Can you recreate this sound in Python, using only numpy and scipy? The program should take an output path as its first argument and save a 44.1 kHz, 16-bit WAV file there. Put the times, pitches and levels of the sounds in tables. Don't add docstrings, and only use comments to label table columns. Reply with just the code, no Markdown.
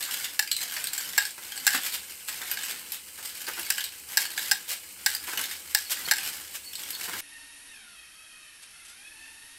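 import sys
import numpy as np
from scipy import signal
from scipy.fft import rfft, irfft
from scipy.io import wavfile

SR = 44100
rng = np.random.default_rng(int(sys.argv[2]) if len(sys.argv) > 2 else 0)


def store_wav(level_fs):
    pcm = np.round(np.clip(np.atleast_2d(level_fs), -1, 1) * 32767)
    wavfile.write(sys.argv[1], SR, pcm.T.astype(np.int16))


N = 422473
TIME = np.arange(N) / SR
CUT_S = 7.207

# band_hz, t60_s
ROOM_DECAY = [(200, 0.32), (1300, 0.2), (3500, 0.26), (9000, 0.16), (16000, 0.11)]
# frequency_hz, density_db
HUM_SPECTRUM = [(25, -14), (50, -31), (72, 8), (90, -8.5), (120, -12.5), (210, -4), (260, -9.5), (330, -4),
                (420, -9), (520, -5), (620, -24), (900, -28)]
# frequency_hz, density_db
GEAR_SPECTRUM = [(290, -43), (500, -4.5), (586, -17), (831, -6.5), (1550, -7), (1720, -42), (1980, -1),
                 (3110, 2.5), (3540, -40), (3980, -1), (6510, -3), (8330, 6), (10500, -1), (14700, 0.5),
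                 (16000, -20)]
# pitch_hz, level_db, t60_s
HOUSING_MODES = [(1813, 2.5, 0.0056), (2577, 2.5, 0.022), (3060, -4, 0.015), (3780, -1.5, 0.014),
                 (4360, -2, .018), (5310, -3, 0.016)]
# start_s, length_s, pitch_hz, level_db
SQUEAKS_AND_FLARES = [(4.258, 0.02, 4420, -36), (4.293, 0.029, 4300, -45), (5.848, .033, 4430, -45),
                      (6.045, .025, 4360, -40), (6.634, 0.075, 4430, -48.5), (6.927, .042, 4400, -39.5),
                      (7.305, 0.089, 1845, -53), (8.72, 0.11, 2090, -56.5), (8.73, 0.086, 1400, -59.5)]
# time_s, mesh_hz, whine_db
MOTOR_RUN = [(7.21, 935, -54), (7.35, 910, -50.5), (7.52, 925, -54.5), (7.65, 960, -53), (7.72, 905, -52.5),
             (7.8, 768, -51.5), (7.99, 634, -54.5), (8.08, 627, -60), (8.22, 650, -57), (8.5, 603, -56.5),
             (8.65, 528, -59), (8.69, 650, -61), (8.77, 695, -59), (8.88, 675, -61), (9.02, 820, -52.5),
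             (9.14, 878, -53), (9.26, 895, -49.5), (9.58, 936, -55.5)]
# multiple, level_db
MESH_HARMONICS = [(1, -8), (2, -2), (3, -3), (4, -7), (5, -3.5), (6, -9), (7, -7), (8, -22)]
# frequency_hz, gain_db
HOUSING_SPECTRUM = [(250, -9), (620, -13), (900, -3), (1200, -9), (1420, 3), (1600, -0.5), (1820, 2.5),
                    (2060, -10), (2280, -2), (2560, 8), (2900, -9), (3170, 2.5), (3450, -1), (3780, -2),
                    (4150, -13), (4500, -5), (4900, -15), (8000, -17)]
# frequency_hz, density_db
WHIR_SPECTRUM = [(25, -5.5), (70, -8.5), (170, -15), (270, -11), (400, -14), (660, -16.5), (900, -13.5),
                 (1200, -14.5), (1800, -8), (2600, -3.5), (4300, -10), (6000, -7), (7500, -10.5),
                 (9200, -2.5), (10900, -0.5), (12000, -8.5)]
# start_s, length_s, level_db
CRANK_SCRAPES = [(8.617, 0.03, -47), (8.845, .03, -48.5), (8.876, .035, -48)]
# start_s, length_s, end_rattle_db, swell_db, end_tumble_db
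FEEDER_STROKES = [(0.0, .22, -35, -4, -49.5), (0.576, 0.61, -39, -4, -50), (1.371, 0.53, -33.5, 11, -49),
                  (2.282, 0.43, -34, 7, -47), (3.175, 0.62, -33.5, 12.5, -51), (4.08, .41, -35.5, 6.5, -48),
                  (4.956, 0.51, -32.5, 15.5, -47.5), (5.892, 0.4, -33.5, 4.5, -45.5),
                  (6.776, 0.53, -38, 3.5, -47.5)]
# frequency_hz, density_db
RATTLE_SPECTRUM = [(250, -50.5), (500, -15), (810, -13.5), (1100, -11.5), (1650, -6), (2200, -4),
                   (2900, -3.5), (3500, -5), (4900, -3.5), (6400, -7), (8100, -2), (10000, -8), (12300, -1),
                   (15500, -10)]
# frequency_hz, density_db
TUMBLE_SPECTRUM = [(30, -41), (80, -6), (140, -12), (190, -2.5), (240, -6), (300, -2.5), (420, -5.5),
                   (600, -10.5), (880, -1), (1100, -4), (1500, 2.5), (2300, -5), (3500, -11.5)]
# start_s, length_s, level_db, low_cut_hz
CLUMP_TOPPLES = [(0.083, 0.047, -41.5, 900), (0.719, 0.041, -43, 1200), (0.768, 0.023, -42, 900),
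                 (1.376, 0.036, -45.5, 400), (1.741, 0.042, -30.5, 150), (2.406, .06, -43.5, 395),
                 (3.182, .03, -46, 500), (3.475, 0.051, -35.5, 330), (3.568, 0.089, -41.5, 300),
                 (5.272, 0.056, -39, 400), (5.326, 0.04, -38, 250), (5.372, 0.081, -40.5, 180),
                 (6.073, 0.043, -40, 100), (7.075, 0.063, -40, 250), (7.124, 0.098, -42.5, 70)]
# start_s, length_s, level_db
PART_SLIDES = [(1.835, .06, -35), (1.915, 0.065, -35), (2.27, 0.041, -35), (2.903, 0.079, -41),
               (4.663, .1, -34), (5.893, 0.054, -29.5), (6.53, 0.051, -38), (7.021, 0.054, -38)]
# start_s, level_db, pitch_hz, frame_share_db
PART_CLICKS = [(0.0265, -10, 4260, -23), (0.11, -11.5, 2900, -14), (0.2436, -11, 3470, -15),
               (0.4752, -14, 2340, -16), (0.5147, -1, 4220, -24), (0.565, -7, 4100, -29),
               (0.613, -11.5, 4180, -24), (0.766, -22, 1470, 7), (0.841, -7.5, 8610, -20),
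               (0.87, -9, 4160, -13), (0.9325, -9, 7700, -9.5), (0.9785, -8.5, 7560, -10),
               (1.2526, -10, 5100, -9), (1.5202, -16, 3160, -5.5), (1.5765, -14.5, 4600, -6),
               (1.734, -15.5, 1640, 6), (1.7509, -10, 1820, -0.5), (1.776, -12, 1570, -10),
               (2.2848, -17, 7550, -2), (2.514, -6, 12100, -10.5), (2.5712, -17, 1610, 3.5),
               (2.6344, -13.5, 7850, -5), (2.9206, -9.5, 11500, -24), (3.2578, -16, 8380, -19),
               (3.595, -13, 10300, -8), (3.7805, -9, 1680, -5), (3.8403, -9, 4190, -22),
               (4.2524, -15.5, 1590, -1), (4.3772, -11, 1750, 0.5), (5.149, -7.5, 4900, -10.5),
               (5.374, -9, 2950, -7), (5.4126, -10, 10400, -10), (5.8965, -24, 11500, -20),
               (6.0856, -10, 1670, -19), (6.1833, -11, 2730, -5), (6.733, -17.5, 3170, -19),
               (6.754, -13, 4400, -21), (6.793, -19, 4300, -20), (6.8339, -17, 3260, -18),
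               (6.9053, -10.5, 11400, -18), (7.1328, -17.5, 1470, -3)]
# pitch_hz, level_db, t60_s
FRAME_MODES = [(832, -12.5, 0.024), (1648, 3, 0.018), (1747, -26, 0.027), (1870, -10.5, 0.092),
               (2094, -9, 0.03), (2790, -10, 0.035), (3770, -12.5, 0.12), (4410, -3, 0.0033),
               (4830, -15, 0.017), (5175, -9.5, 0.011), (7600, -6, 0.0036), (8010, -11.5, 0.1),
               (11850, -18, 0.021)]
# frequency_hz, density_db
CRACK_SPECTRUM = [(250, -59), (500, -54), (800, -8), (1150, -47), (1700, -10), (2700, 2), (3400, -4.5),
                  (4800, 10.5), (5700, 11), (6600, -2.5), (7800, 10.5), (9500, 1), (12300, 6), (15500, 2)]
# start_s, level_db, frame_ring_db, second_contact_delay_s, jolt_db
STEP_KNOCKS = [(0.3925, -7, 2, 0.0029, -58), (1.1785, -6.5, 7, .005, -36), (1.667, -2.5, 2.5, 0.0093, -35),
               (3.7032, -7, -4.5, 0.0025, -35), (4.1717, -4.5, 1, 0.0054, -34),
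               (4.5131, -4.5, 2, 0.0046, -46), (5.062, -5, 2, .003, -33.5), (5.7482, -4, 0, 0.0016, -40),
               (6.1117, -4, 4, 0.0061, -40)]


def gain_of(db):
    return 10 ** (np.asarray(db) / 20)


def unit_rms(x):
    return x / np.sqrt(np.mean(x ** 2) + 1e-20)


def unit_energy(x):
    return x / np.sqrt(np.sum(x ** 2) + 1e-20)


def value_at(points, hz):
    table_hz, value = np.transpose(points)
    return np.interp(np.log(hz + 1), np.log(table_hz + 1), value)


def add(mix, start_s, sound):
    part = mix[max(round(start_s * SR), 0):][:len(sound)]
    part += sound[:len(part)]


def colour(x, spectrum, size=4096):
    log_gain = np.log(gain_of(value_at(spectrum, abs(np.fft.fftfreq(size, 1 / SR)))))
    taps = np.fft.ifft(np.exp(np.conj(signal.hilbert(log_gain)))).real
    return signal.oaconvolve(x, unit_energy(taps[:size // 2]))[:len(x)]


def high_pass(x, hz):
    return signal.sosfilt(signal.butter(2, hz, "high", fs=SR, output="sos"), x)


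def wander(rate_hz):
    rolloff = 1 + (np.fft.rfftfreq(N, 1 / SR) / rate_hz) ** 4
    return unit_rms(irfft(rfft(rng.standard_normal(N)) / rolloff, N))


def ring(x, modes):
    out = np.zeros(len(x))
    for hz, db, t60_s in modes:
        angle = 2 * np.pi * min(hz, SR / 2) / SR
        radius = np.exp(-np.log(1000) / t60_s / SR)
        mode = signal.lfilter([1, 0, -1], [1, -2 * radius * np.cos(angle), radius * radius], x)
        out += gain_of(db) * unit_energy(mode)
    return out


def burst(t, fall_s):
    return unit_energy(rng.standard_normal(len(t)) * np.exp(-t / fall_s))


def impacts(samples, per_s, spread_db):
    size = gain_of(spread_db * np.minimum(rng.exponential(1, samples), 3.5))
    return size * rng.choice([-1, 1], samples) * (rng.random(samples) < per_s / SR)


def reflections(onset_s=0.0029):
    taps = rng.standard_normal(SR // 2) * (rng.random(SR // 2) < .1)
    hz, t, bands = signal.stft(taps, SR, nperseg=256)
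    decay = gain_of(-60 * t / value_at(ROOM_DECAY, hz)[:, None])
    tail = signal.istft(bands * decay, SR, nperseg=256)[1]
    return unit_energy(tail * np.minimum(np.arange(len(tail)) / SR / onset_s, 1) ** 2)


def room(x, spots=4):
    shares = np.array([wander(24.0) for _ in range(spots)])
    shares /= np.linalg.norm(shares, axis=0)
    return sum(signal.oaconvolve(x * share, reflections())[:N] for share in shares)


def feeder_drive(gears_db=-46.5, hum_db=-63):
    teeth = unit_rms(colour(impacts(N, per_s=5000, spread_db=0.5), GEAR_SPECTRUM)) * gain_of(wander(25))
    hum = colour(rng.standard_normal(N), HUM_SPECTRUM)
    return gain_of(gears_db) * teeth + gain_of(hum_db) * hum


def housing_ring(level_db=-58.0):
    return gain_of(level_db) * unit_rms(ring(rng.standard_normal(N), HOUSING_MODES))


def squeaks_and_flares():
    out = np.zeros(N)
    waver, flicker = 1 + 0.013 * wander(300), 1 + .5 * wander(90)
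    for start_s, length_s, hz, db in SQUEAKS_AND_FLARES:
        fade = signal.windows.tukey(int(length_s * SR), .5)
        span = int(start_s * SR) + np.arange(len(fade))
        tone = np.sin(2 * np.pi * np.cumsum(hz * waver[span]) / SR)
        add(out, start_s, gain_of(db) * fade * flicker[span] * tone)
    return out


def scrapes():
    out = np.zeros(N)
    for start_s, length_s, db in CRANK_SCRAPES:
        slips = impacts(int(length_s * SR), per_s=6600, spread_db=1)
        fade = signal.windows.tukey(len(slips), .5)
        add(out, start_s, gain_of(db) * unit_rms(colour(slips, RATTLE_SPECTRUM)) * fade)
    return out


def motor(whine_trim_db=-5.5, bite_db=1.7, shaft_ratio=.305, shaft_db=-73, whir_db=-51.3, stall_db=-8):
    times_s, *columns = np.transpose(MOTOR_RUN)
    mesh_hz, whine_db = (np.interp(TIME, times_s, column) for column in columns)
    speed = mesh_hz / mesh_hz.max()
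    flutter = 1 + 0.0124 * speed ** 2 * wander(59)
    cycles = np.cumsum(mesh_hz * flutter) / SR
    mesh = np.zeros(N)
    for multiple, db in MESH_HARMONICS:
        load_db = bite_db * multiple * (1 - speed)
        harmonic = np.cos(2 * np.pi * (multiple * cycles + rng.random()))
        mesh += gain_of(db + load_db) * harmonic * (1 + 0.83 * wander(120))
    whine_gain = gain_of(whine_db + whine_trim_db + 1.3 * wander(11))
    whine = whine_gain * unit_rms(colour(mesh, HOUSING_SPECTRUM))
    shaft_phase = 2 * np.pi * shaft_ratio * cycles
    shaft = gain_of(shaft_db) * speed ** 2 * np.sin(shaft_phase) * (1 + 0.27 * wander(25))
    brushes = rng.standard_normal(N) * (1 + 0.16 * np.cos(shaft_phase)) * gain_of(0.41 * wander(30))
    whir_gain = gain_of(whir_db + stall_db * (speed.mean() - speed))
    return whine + shaft + whir_gain * unit_rms(colour(brushes, WHIR_SPECTRUM))


def stir_power(start_s, length_s, end_db, swell_db, settle_db_per_s, rise_s=0.0082):
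    t = TIME - start_s
    lift_db = swell_db * (np.clip(t / length_s, 0, 1) - 1)
    settle_db = settle_db_per_s * np.maximum(t - length_s, 0)
    return (np.clip(t / rise_s, 0, 1) * gain_of(end_db + lift_db - settle_db)) ** 2


def stirring(idle_rattle_db=-50, idle_tumble_db=-66, tumble_swell=0.27, jolt_s=0.042):
    rattle, tumble = gain_of(idle_rattle_db) ** 2, gain_of(idle_tumble_db) ** 2
    for start_s, length_s, rattle_db, swell_db, tumble_db in FEEDER_STROKES:
        rattle += stir_power(start_s, length_s, rattle_db, swell_db, settle_db_per_s=101)
        tumble += stir_power(start_s, length_s, tumble_db, tumble_swell * swell_db, settle_db_per_s=51)
    for start_s, *_, jolt_db in STEP_KNOCKS:
        rattle += stir_power(start_s, jolt_s, jolt_db, swell_db=0, settle_db_per_s=132)
    return np.sqrt(rattle), np.sqrt(tumble)


def brick(t, hz, tick_s, ring_db, t60_s):
    tick = burst(t, tick_s)
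    modes = [(hz, 0, t60_s),
             (hz * rng.uniform(1.7, 2.1), -4, t60_s * 1.4),
             (hz * rng.uniform(2.78, 5.0), -9, t60_s * .5)]
    return unit_energy(tick + gain_of(ring_db) * ring(tick, modes))


def heap(rattle_gain, tumble_gain, kinds=48, rattle_db=-2.07, tumble_db=-2):
    t, lumps = np.arange(SR // 25) / SR, wander(13)
    jostle = np.zeros(N)
    for hz in np.geomspace(1500, 12000, kinds):
        hits = impacts(N, per_s=22, spread_db=5.0)
        part = brick(t, hz * rng.uniform(0.91, 1.05), tick_s=0.0021, ring_db=-8, t60_s=0.039)
        jostle += signal.oaconvolve(hits, part)[:N]
    thuds = impacts(N, per_s=1500, spread_db=4.0)
    rattle = gain_of(rattle_db + 2.5 * lumps) * unit_rms(colour(jostle, RATTLE_SPECTRUM))
    tumble = gain_of(tumble_db + 1.2 * lumps) * unit_rms(colour(thuds, TUMBLE_SPECTRUM))
    return rattle_gain * rattle + tumble_gain * tumble


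def topples():
    out = np.zeros(N)
    for start_s, length_s, db, low_cut_hz in CLUMP_TOPPLES:
        progress = np.linspace(0, 1, int(length_s * SR))
        shower = impacts(len(progress), per_s=5000, spread_db=6.5) * progress * (1 - progress) ** 4
        add(out, start_s, gain_of(db) * unit_rms(high_pass(colour(shower, TUMBLE_SPECTRUM), low_cut_hz)))
    return out


def slides():
    out = np.zeros(N)
    for start_s, length_s, db in PART_SLIDES:
        catches = impacts(int(length_s * SR), per_s=2000, spread_db=-0.5)
        rasp = colour(catches, RATTLE_SPECTRUM) * signal.windows.hann(len(catches))
        add(out, start_s, gain_of(db) * unit_rms(rasp))
    return out


def frame(blow, build_s=0.0085, spread=0.0073):
    detunes = 1 + spread * rng.uniform(-0.68, 1, len(FRAME_MODES))
    out = np.zeros(len(blow))
    for (hz, db, t60_s), detune in zip(FRAME_MODES, detunes):
        build_up = ring(blow, [(hz * detune, 0, build_s)])
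        out += ring(build_up, [(hz * detune, db, t60_s)])
    return out


def drop(db, hz, frame_db, bounce_db=-12):
    t = np.arange(SR // 8) / SR
    strike = brick(t, hz, tick_s=0.0043, ring_db=-3, t60_s=0.0081)
    part = unit_energy(high_pass(colour(strike, RATTLE_SPECTRUM), .5 * min(hz, 4000)))
    out = part + gain_of(frame_db) * unit_energy(frame(burst(t, fall_s=0.0014)))
    add(out, rng.uniform(.005, 0.016), gain_of(bounce_db) * part)
    return gain_of(db) * out


def strays(rattle_gain, count=100, boost_db=24, spread_db=5.5):
    out = np.zeros(N)
    for slot, (when, size, pitch) in enumerate(rng.random((count, 3))):
        start_s = (slot + when) * CUT_S / count
        hz = 1600 * 7.5 ** pitch
        db = boost_db + spread_db * (2 * size - 1)
        add(out, start_s, rattle_gain[int(start_s * SR)] * drop(db, hz, frame_db=-9))
    return out


def clicks(boost_db=6.0, shake_db=1):
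    out = np.zeros(N)
    for start_s, db, hz, frame_db in PART_CLICKS:
        add(out, start_s, drop(db + boost_db, hz, frame_db + shake_db))
    return out


def knocks(crack_db=14.0, ring_db=4.5, contact_s=0.002, second_db=-2, chatter_db=-11, chatter_s=0.024):
    out, t = np.zeros(N), np.arange(SR // 4) / SR
    for start_s, db, frame_db, delay_s, _ in STEP_KNOCKS:
        second_edge = np.pad(burst(t, contact_s), (int(delay_s * SR), 0))[:len(t)]
        landing = unit_energy(burst(t, contact_s) + gain_of(second_db) * second_edge)
        rebounds = impacts(len(t), per_s=1200, spread_db=6.5)
        chatter = unit_energy(rebounds * np.sqrt(t) * np.exp(-t / chatter_s))
        for blow, blow_db in ((landing, db), (chatter, db + chatter_db)):
            crack = gain_of(crack_db) * colour(blow, CRACK_SPECTRUM)
            ringing = gain_of(ring_db + frame_db) * frame(blow)
            add(out, start_s, gain_of(blow_db) * (crack + ringing))
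    return out


def scene():
    steps, tones = knocks(), squeaks_and_flares()
    rattle_gain, tumble_gain = stirring()
    parts = clicks() + strays(rattle_gain) + heap(rattle_gain, tumble_gain) + slides() + topples() + tones
    gearing = motor() + scrapes() + housing_ring() + tones
    feeder = steps + gain_of(-11.5) * room(steps) + parts + gain_of(-4.5) * room(parts) + feeder_drive()
    motor_stage = gearing + gain_of(-3.5) * room(gearing)
    return np.where(TIME < CUT_S, feeder, motor_stage)[None]


def record(dry, feeder_edge_hz=15800, motor_edge_hz=11900):
    filters = (signal.firwin(401, hz, window=("kaiser", 8), fs=SR)
               for hz in (feeder_edge_hz, motor_edge_hz))
    wide, narrow = (signal.oaconvolve(dry, taps[None], "same") for taps in filters)
    return np.where(TIME < CUT_S, wide, narrow)


dry = scene()
out = record(dry)
store_wav(out)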